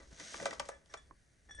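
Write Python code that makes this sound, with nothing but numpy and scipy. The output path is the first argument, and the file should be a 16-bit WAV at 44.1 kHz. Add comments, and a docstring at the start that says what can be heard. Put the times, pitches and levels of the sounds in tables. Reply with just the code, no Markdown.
"""A hand drags raisins out of a cardboard canister into a glass bowl in a quiet kitchen.
Skin and fruit rub along the card: dense friction grains, filtered into a coloured hiss with faint rings.
Clumps knock on the hollow tube, each a burst of noise and a force on damped modes; raisins ping the
glass, whose modes come in beating pairs, and land with soft tocks. Decaying noise gives the echoes;
room noise, a low rumble and a faint wavering tone, both resonant noise, lie behind."""
import sys
import numpy as np
from scipy import signal
from scipy.io import wavfile

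SR = 44100
rng = np.random.default_rng(int(sys.argv[2]) if len(sys.argv) > 2 else 0)


def digitize_waveform(pressure):
    """Quantize a signal to 16-bit integers and store it at the path in sys.argv[1].

    Rows of a 2-D input are taken as channels; values are limited to [-1, 1].
    """
    field = np.atleast_2d(pressure).T
    bounded = np.clip(field, -1, 1)
    quanta = np.round(bounded * 32767).astype(np.int16)
    wavfile.write(sys.argv[1], SR, quanta)


N = 70560  # samples

# Clumps striking the tube. Each row: start in seconds, tick level in dB, level of the tick's top end in dB,
# tick rise in ms, tick T60 in ms, thump force in dB on the low, middle and high modes,
# thump delay in ms, contact length in ms.
KNOCKS = [(0.1968, -39, -49, 3.2, 17, -68, -55.5, -42, 2, 4),
          (0.3197, -50, -53, 1.3, 16, -48, -73, -59, 2.34, 2.2),
          (0.3403, -56, -56, 1.7, 16, -50, -35.5, -44, 2.47, 2.42),
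          (0.3967, -66, -75, 1.3, 12, -38.5, -44, -39.5, 2.4, 3.4),
          (0.4197, -53, -48, 1.9, 16, -39.5, -47, -54, 2.7, 5.3),
          (0.4261, -43.5, -45.5, 1.5, 14, -38.5, -49, -44, 2.4, 3.9),
          (0.455, -30, -40.5, 1.77, 21.6, -22.5, -26.5, -32, 2.323, 3.72),
          (0.4654, -34.5, -66, 0.64, 10.3, -54, -62, -40, 3, 5.6),
          (0.4784, -72, -80, 1.3, 16, -51, -79, -52, 2.4, 3.8),
          (0.5067, -32.5, -62, 3.15, 11, -55, -64, -38.5, 2.4, 5),
          (0.527, -46.5, -54, 2, 15, -40.5, -38, -53, 2.36, 3),
          (0.5329, -46.5, -74.5, 1.3, 16, -55, -47, -61, 2.32, 3.9),
          (0.5958, -31.5, -38.5, 1.03, 20, -36, -27.5, -37, 2.56, 3.4),
          (0.6529, -43, -52, 3.4, 11, -46, -82, -58, 2.34, 4),
          (0.6871, -44.5, -39.5, 1.6, 15.7, -37.5, -32, -47, 2.4, 2.56),
          (0.8587, -62, -68, 1.2, 14, -65, -69, -80, 2.6, 1.9),
          (0.9381, -36.5, -65, 2.3, 11.5, -40, -37.5, -43, 2.38, 2.65)]


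def amp(db):
    """Level to amplitude: 20 dB is a factor of ten."""
    return 10 ** (np.asarray(db) / 20)


def rms_one(x):
    """Normalise the mean power to 1."""
    return x / np.sqrt(np.mean(x ** 2) + 1e-20)


def in_time(rows):
    """Linear interpolation: each column of a time table at every sample."""
    seconds, *columns = np.transpose(rows)
    return [np.interp(np.arange(N) / SR, seconds, column) for column in columns]


def at_hz(points, hz):
    """Interpolation on a logarithmic frequency axis."""
    table = np.array(points)
    return np.interp(np.log(hz), np.log(table[:, 0]), table[:, 1])


def drift(rate_hz):
    """Slow fluctuation: low-passed noise of rms 1, computed every 40 samples."""
    r = np.exp(-2 * np.pi * rate_hz * 40 / SR)
    noise = rng.standard_normal(N // 40 + 2002)
    slow = signal.lfilter([1], [1, -2 * r, r * r], noise)[2000:]  # the filter has settled by then
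    return np.interp(np.arange(N) / 40, np.arange(len(slow)), rms_one(slow))


def ring(x, hz, t60, lead=0):
    """Damped oscillator: a unit click starts a decaying sine of height 1 at phase lead (rad)."""
    r = amp(-60 / (t60 * SR))
    w = 2 * np.pi * hz / SR
    return signal.lfilter([np.sin(lead), r * np.sin(w - lead)], [1, -2 * r * np.cos(w), r * r], x + 1e-18)


def both_sides(x, hz, t60, lr_db, lead):
    """Stereo mode: one damped oscillator with a level and a phase difference between the channels."""
    left = amp(lr_db / 2) * ring(x, hz, t60, lead / 2)
    right = amp(-lr_db / 2) * ring(x, hz, t60, -lead / 2)
    return np.array([left, right])


def soften(x, hz):
    """Soft contact: a double one-pole low-pass removes the treble."""
    r = np.exp(-2 * np.pi * np.clip(hz, 50, 15000) / SR)
    return signal.lfilter([(1 - r) ** 2], [1, -2 * r, r * r], x)


def grains(per_s, spread_db, size):
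    """Shot noise: clicks at random instants, of uneven size and random sign."""
    born = rng.random(size) < per_s / SR
    excess_db = spread_db * np.minimum(rng.exponential(1, size), 5)
    return born * amp(excess_db) * rng.choice([-1, 1], size)


def banded(source, spectrum, patchy_db):
    """Third-octave synthesis: bands of two mid-side pairs, each with its own flicker and coherence; rms 1."""
    # Likeness of the channels. Each row: frequency in Hz, left-right correlation.
    likeness = [(30, .99), (125, 0.73), (500, 0.23), (2000, 0.45), (4000, 0.56), (5000, 1), (8000, 1),
                (9000, 0.25), (11000, 0.05)]
    out = 0
    together = drift(2)  # flicker common to all bands
    lowest, highest = spectrum[0][0], spectrum[-1][0]
    edges = lowest * 2 ** np.arange(0, np.log2(highest / lowest) + .01, 1 / 3)
    for k, (low, high) in enumerate(zip(edges, edges[1:])):
        band = signal.butter(2, [low, high], "band", fs=SR, output="sos")
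        mid, side = signal.sosfilt(band, source[k % 2])  # neighbouring bands use unrelated pairs
        hz = np.sqrt(low * high)
        alike = np.clip(at_hz(likeness, hz), -1, 1)
        gain = amp(at_hz(spectrum, hz) + patchy_db * (together + drift(14)))
        out = out + gain * (np.sqrt(1 + alike) * mid + np.sqrt(1 - alike) * side * [[1], [-1]])
    return rms_one(out)


def rubbing(hiss_db):
    """Sliding friction: dense grains coloured by the card, which sings faintly at narrow resonances."""
    # Colour of the rub. Each row: frequency in Hz, relative density in dB per Hz.
    rub_spectrum = [(880, -61), (1500, -3), (2020, -4), (2830, -12.5), (3360, -2.5), (4490, -8.5),
                    (6300, -3.5), (9830, -15), (10500, -13), (10800, -47.5), (14000, -40.5), (22000, -120)]
    # Rings of the card. Each row: frequency in Hz, level in dB relative to the rub, T60 in seconds.
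    rub_rings = [(5920, -19, 0.053), (6425, -18, .02), (6590, -14.5, .02)]
    grains_per_s, spread_db, patchy_db = 2500, 2.5, .7
    rub = banded(grains(grains_per_s, spread_db, size=(2, 2, N)), rub_spectrum, patchy_db)
    mono = rub.mean(axis=0)
    rings = sum(amp(db) * rms_one(ring(mono, hz, t60)) for hz, db, t60 in rub_rings)
    return amp(hiss_db) * (rub + rings)


def handling(low_db):
    """Low handling noise: band-passed noise, partly correlated between the channels."""
    band = signal.butter(2, (119, 410), "band", fs=SR, output="sos")  # Hz
    mid, side = signal.sosfilt(band, rng.standard_normal((2, N)))
    return amp(low_db) * rms_one(mid + 0.49 * side * [[1], [-1]])


def knock_pushes(t):
    """Contact force: a click and a short burst of grit for each knock, rounded by the soft contact."""
    grit_amount, contact_hz = 2.36, 2400
    pushes = []
    for *_, contact_ms in KNOCKS:
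        grit = rng.standard_normal(len(t)) * t * np.exp(-2000 * t / max(contact_ms, .1))
        grit = grit / np.sqrt(np.sum(grit ** 2))
        pushes.append(soften((t == 0) + grit_amount * grit, contact_hz))
    return pushes


def tube(tumble_db):
    """Modal excitation: knocks and tumbling fruit drive every mode of the tube; knocks vary from mode to mode."""
    # Modes of the tube. Each row: frequency in Hz, gain in dB, T60 in seconds,
    # left-right level difference in dB, phase lead of the left in radians.
    tube_modes = [(438, -28.5, 0.12, -40, .5), (518, -22, 0.26, -4.5, 0.27), (569, -3, 0.036, 3.5, 0.23),
                  (657, -5.5, .03, 5.5, 0.23), (863, -9, 0.021, -16, 0.26), (979, -12, 0.032, 11, .7),
                  (1182, -26.5, 0.12, 4, 1.3), (1198, 2.5, 0.011, 3.5, 1.39), (1550, 0.5, 0.017, 0, 0.56),
                  (1813, -11, 0.038, 10, 2.9), (1971, -2.5, 0.026, -2.5, 0.52), (2317, -14, 0.11, 12, 2.6),
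                  (2588, -12, 0.041, 4, 3.1)]
    thump_bands_hz, low_cut_hz = (560, 1100, 1900), 502
    tumbles_per_s, tumble_spread_db, tumble_soft_hz = 720, 2, 2670
    knocks, tumble = 0, 0
    t = np.arange(SR // 40) / SR
    fruit = soften(grains(tumbles_per_s, tumble_spread_db, size=N), tumble_soft_hz)
    pushes = knock_pushes(t)
    strength_db = rng.normal(0, 1.5, (len(KNOCKS), len(tube_modes)))
    for k, (hz, db, t60, lr_db, lead) in enumerate(tube_modes):
        force = np.zeros(N + len(t))
        for knock, push, chance_db in zip(KNOCKS, pushes, strength_db):
            start_s, *_, low_db, mid_db, high_db, delay_ms, _ = knock
            i = int((start_s + delay_ms / 1000) * SR)
            thump_db = at_hz(list(zip(thump_bands_hz, (low_db, mid_db, high_db))), hz)
            # Dividing by the push's own spectrum at this mode evens out the drive
            reach = np.abs(np.sum(push * np.exp(-2j * np.pi * hz * t))) + .25
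            force[i:i + len(t)] += amp(thump_db + chance_db[k]) * push / reach
        knocks = knocks + amp(db) * both_sides(force[:N], hz, t60, lr_db, lead)
        tumble = tumble + amp(db) * both_sides(fruit, hz, t60, lr_db, lead)
    out = knocks + amp(tumble_db) * rms_one(tumble)
    return signal.sosfilt(signal.butter(5, low_cut_hz, "high", fs=SR, output="sos"), out)


def ticks():
    """Broadband impact noise: each knock's bright burst and hissy tail, with the top end levelled apart."""
    # Colour of the ticks. Each row: frequency in Hz, relative density in dB per Hz.
    tick_spectrum = [(1470, -40), (2500, -4), (3150, -4), (3790, 12.5), (4550, -16.5), (5400, 4.5),
                     (5950, 10.5), (7060, -7.5), (10800, -14), (14000, -55), (22000, -120)]
    tail_db, tail_t60_s, split_hz, patchy_db = -16, 0.074, 10000, .5
    t = np.arange(SR // 10) / SR
    level = np.zeros((2, N + SR))
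    for start_s, db, top_db, rise_ms, t60_ms, *_ in KNOCKS:
        rise = np.minimum(1000 * t / max(rise_ms, .05), 1)
        decay = amp(-60000 * t / max(t60_ms, 1))
        tail = amp(tail_db - 60 * t / tail_t60_s)
        i = int(start_s * SR)
        level[:, i:i + len(t)] += amp([[db], [top_db]]) * rise * (decay + tail)
    noise = banded(rng.standard_normal((2, 2, N)), tick_spectrum, patchy_db)
    below = rms_one(signal.sosfilt(signal.butter(3, split_hz, "low", fs=SR, output="sos"), noise))
    top = rms_one(signal.sosfilt(signal.butter(3, split_hz, "high", fs=SR, output="sos"), noise))
    return level[0, :N] * below + level[1, :N] * top


def bowl():
    """Split modes: raisins touch dully and chatter; close twin modes of the glass swell and beat."""
    # Raisins on the glass. Each row: start in seconds, drive of the dull touch in dB,
    # drive in dB of each of the five modes.
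    pings = np.array([(0.7159, -60, -52.5, -75, -63, -84, -67), (0.7441, -59, -63, -69, -82, -75, -67),
                      (0.8989, -51, -63, -73, -61.5, -83, -80), (0.9724, -45, -58, -59, -60.5, -62, -59.5),
                      (1.4889, -48.5, -58, -69.5, -73, -91, -76),
                      (1.495, -42.5, -52.5, -75, -68, -78, -79.5),
                      (1.5094, -38.5, -49.5, -50.5, -52.5, -68, -61),
                      (1.5224, -56, -50, -53.5, -66, -81, -75), (1.5474, -46.5, -55, -57, -60, -71, -51),
                      (1.5674, -66, -77, -58, -72, -94, -81), (1.5776, -67, -51.5, -82, -60, -104, -72),
                      (1.5875, -45.5, -43, -66, -61, -81, -75)])
    # Modes of the glass. Each row: frequency in Hz, spacing of the twin mode above in Hz, T60 in seconds,
    # left-right level difference in dB, phase lead of the left in radians.
    glass_modes = [(1729, 22, 0.18, 4.5, 1.83), (3433, 11.5, 0.23, -1.5, 1.3),
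                   (5700, 30, 0.098, -0.5, 0.44), (6837, 73, 0.059, -5, .3), (8490, 44, 0.081, -1, 1.44)]
    rise_ms, twin_db, thud_hz, thud_t60_s = 1.14, -16, 1744, 0.01
    chatter_per_s, chatter_spread_db, chatter_db, chatter_t60_s = 400, 2.0, -23, .05
    at = (pings[:, 0] * SR).astype(int)
    out = 0
    rise = np.exp(-1000 / (rise_ms * SR))
    fade = amp(-60 / (chatter_t60_s * SR))
    chatter = grains(chatter_per_s, chatter_spread_db, size=N)
    for k, (hz, twin_hz, t60, lr_db, lead) in enumerate(glass_modes):
        clicks = np.zeros(N)
        clicks[at] = amp(pings[:, 2 + k])
        clicks += amp(chatter_db) * chatter * signal.lfilter([1], [1, -fade], clicks)
        # A short burst at the mode's own pitch makes the ring swell in
        burst = signal.lfilter([1 - rise], [1, -rise * np.exp(2j * np.pi * hz / SR)], clicks)
        contact = burst.real * 2
        out = out + both_sides(contact, hz, t60, lr_db, lead)
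        out = out + amp(twin_db) * both_sides(contact, hz + twin_hz, t60, -lr_db, -lead)
    thud = np.zeros(N)
    thud[at] = amp(pings[:, 1])
    return out + ring(soften(thud, thud_hz), thud_hz, thud_t60_s)


def tocks():
    """Impulse response: a softened click sets off one short damped ring."""
    # Resonances of fruit landing on the heap. Each row: start in seconds, click strength in dB before softening,
    # pitch in Hz, T60 in seconds, left-right level difference in dB.
    landings = [(0.127, -47, 175, 0.031, 0), (0.203, -53, 299, 0.12, 0), (1.11, -43.5, 1065, 0.029, -7.5),
                (1.111, -51.5, 1750, 0.01, 0), (1.113, -51, 337, 0.03, -5.5), (1.493, -58.5, 790, 0.09, -5),
                (1.587, -60.5, 546, .04, 21)]
    out = 0
    for start_s, db, hz, t60, lr_db in landings:
        click = amp(db) * (np.arange(N) == int(start_s * SR))
        out = out + both_sides(soften(click, 2 * hz), hz, t60, lr_db, 0.78)
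    return out


def kitchen(x):
    """Diffuse reverberation: convolution with dull, decaying noise, independent on the two sides."""
    t60_s, wall_cut_hz, first_echo_s = 0.21, 3430, 0.0054
    t = np.arange(SR // 2) / SR
    tail = soften(rng.standard_normal((2, len(t))), wall_cut_hz)
    tail = tail * amp(-60 * t / t60_s) * (t > first_echo_s)
    tail = tail / np.sqrt(np.sum(tail ** 2) / 2)
    return signal.fftconvolve(x[None], tail, axes=1)[:, :N]


def room_hum():
    """Stationary background noise: Gaussian noise shaped by a spectrum, with a slight flicker."""
    # Colour of the room. Each row: frequency in Hz, relative density in dB per Hz.
    room_spectrum = [(12, -36.5), (20, 2.5), (32, -13), (54, 2), (129, -1.5), (168, -8), (271, -13.5),
                     (755, -19), (861, -64.5), (1580, -12), (2890, -31.5), (4060, -44.5), (10800, -22.5),
                     (14000, -40), (22000, -120)]
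    level_db, patchy_db = -70.5, .4
    return amp(level_db) * banded(rng.standard_normal((2, 2, N)), room_spectrum, patchy_db)


def rumble():
    """Resonant noise: two equal damped oscillators in series leave one low hump."""
    # Level of the rumble. Each row: time in seconds, level in dB.
    rumble_level = [(0.0, -64.5), (0.138, -62), (0.328, -79), (0.346, -61), (0.548, -80), (0.574, -61),
                    (0.944, -83), (0.976, -69.5), (1.206, -63), (1.26, -82), (1.376, -72.5), (1.43, -75),
                    (1.564, -54.5), (1.6, -63)]
    hz, width_hz = 61.1, 30  # width of each oscillator alone
    t60 = np.log(1000) / (np.pi * width_hz)
    level_db, = in_time(rumble_level)
    hump = ring(ring(rng.standard_normal(N), hz, t60), hz, t60)
    return amp(level_db) * rms_one(hump)


def thin_tone():
    """Narrow-band noise: one sharp resonance makes noise a faint wavering tone."""
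    # Level of the tone. Each row: time in seconds, level in dB.
    tone_level = [(1.0, -101), (1.06, -89), (1.1, -91), (1.17, -87), (1.26, -95.5)]
    hz, t60_s = 4550, .03
    level_db, = in_time(tone_level)
    return amp(level_db) * rms_one(ring(rng.standard_normal(N), hz, t60_s))


def scene():
    """Superposition: canister, bowl, their echoes and the background add up."""
    # Hand and fruit sliding on the card. Each row: time in seconds, hiss level in dB before the rings are added,
    # level in dB of the tumble in the tube before its low cut, level of low handling noise in dB.
    slide = [(0.0, -64, -56, -61), (0.016, -67.5, -60.5, -67.5), (0.098, -69.5, -78, -70),
             (0.124, -65.5, -65.5, -61.5), (0.172, -59.5, -67.5, -75.5), (0.208, -53.5, -59, -58.5),
             (0.244, -52.5, -62, -64), (0.342, -51.5, -60, -69), (0.368, -50.5, -65, -57),
             (0.386, -54.5, -52, -68), (0.414, -52.5, -51.5, -49), (0.48, -56, -59, -57.5),
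             (0.524, -65, -60, -52), (0.542, -58, -50.5, -60), (0.578, -66, -60.5, -69),
             (0.61, -60.5, -87, -57), (0.64, -63.5, -61, -69.5), (0.704, -61, -63.5, -67.5),
             (0.726, -69, -58, -68.5), (0.836, -80, -78.5, -77), (0.872, -75.5, -77, -85.5),
             (0.94, -64.5, -61.5, -71), (0.988, -70.5, -81, -81.5), (1.132, -82.5, -76.5, -72),
             (1.172, -79, -89.5, -91), (1.394, -80.5, -82.5, -79.5), (1.416, -79.5, -85, -86),
             (1.47, -79, -83, -76.5), (1.6, -70.5, -76, -71.5)]
    echo_db, tock_echo_db = -14, -12  # the tocks' echoes are weaker by the second figure
    hiss_db, tumble_db, low_db = in_time(slide)
    hand = rubbing(hiss_db) + handling(low_db)
    near = tube(tumble_db) + ticks() + bowl()
    landings = tocks()
    echoes = amp(echo_db) * kitchen((near + amp(tock_echo_db) * landings).mean(axis=0))
    return hand + near + landings + echoes + room_hum() + rumble() + thin_tone()


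def record(dry):
    """Band limiting: a steep low-pass, 60 dB down from 11.1 kHz upward, cuts the top."""
    return signal.sosfilt(signal.cheby2(16, 60, 11100, fs=SR, output="sos"), dry)


dry = scene()
out = record(dry)
digitize_waveform(out)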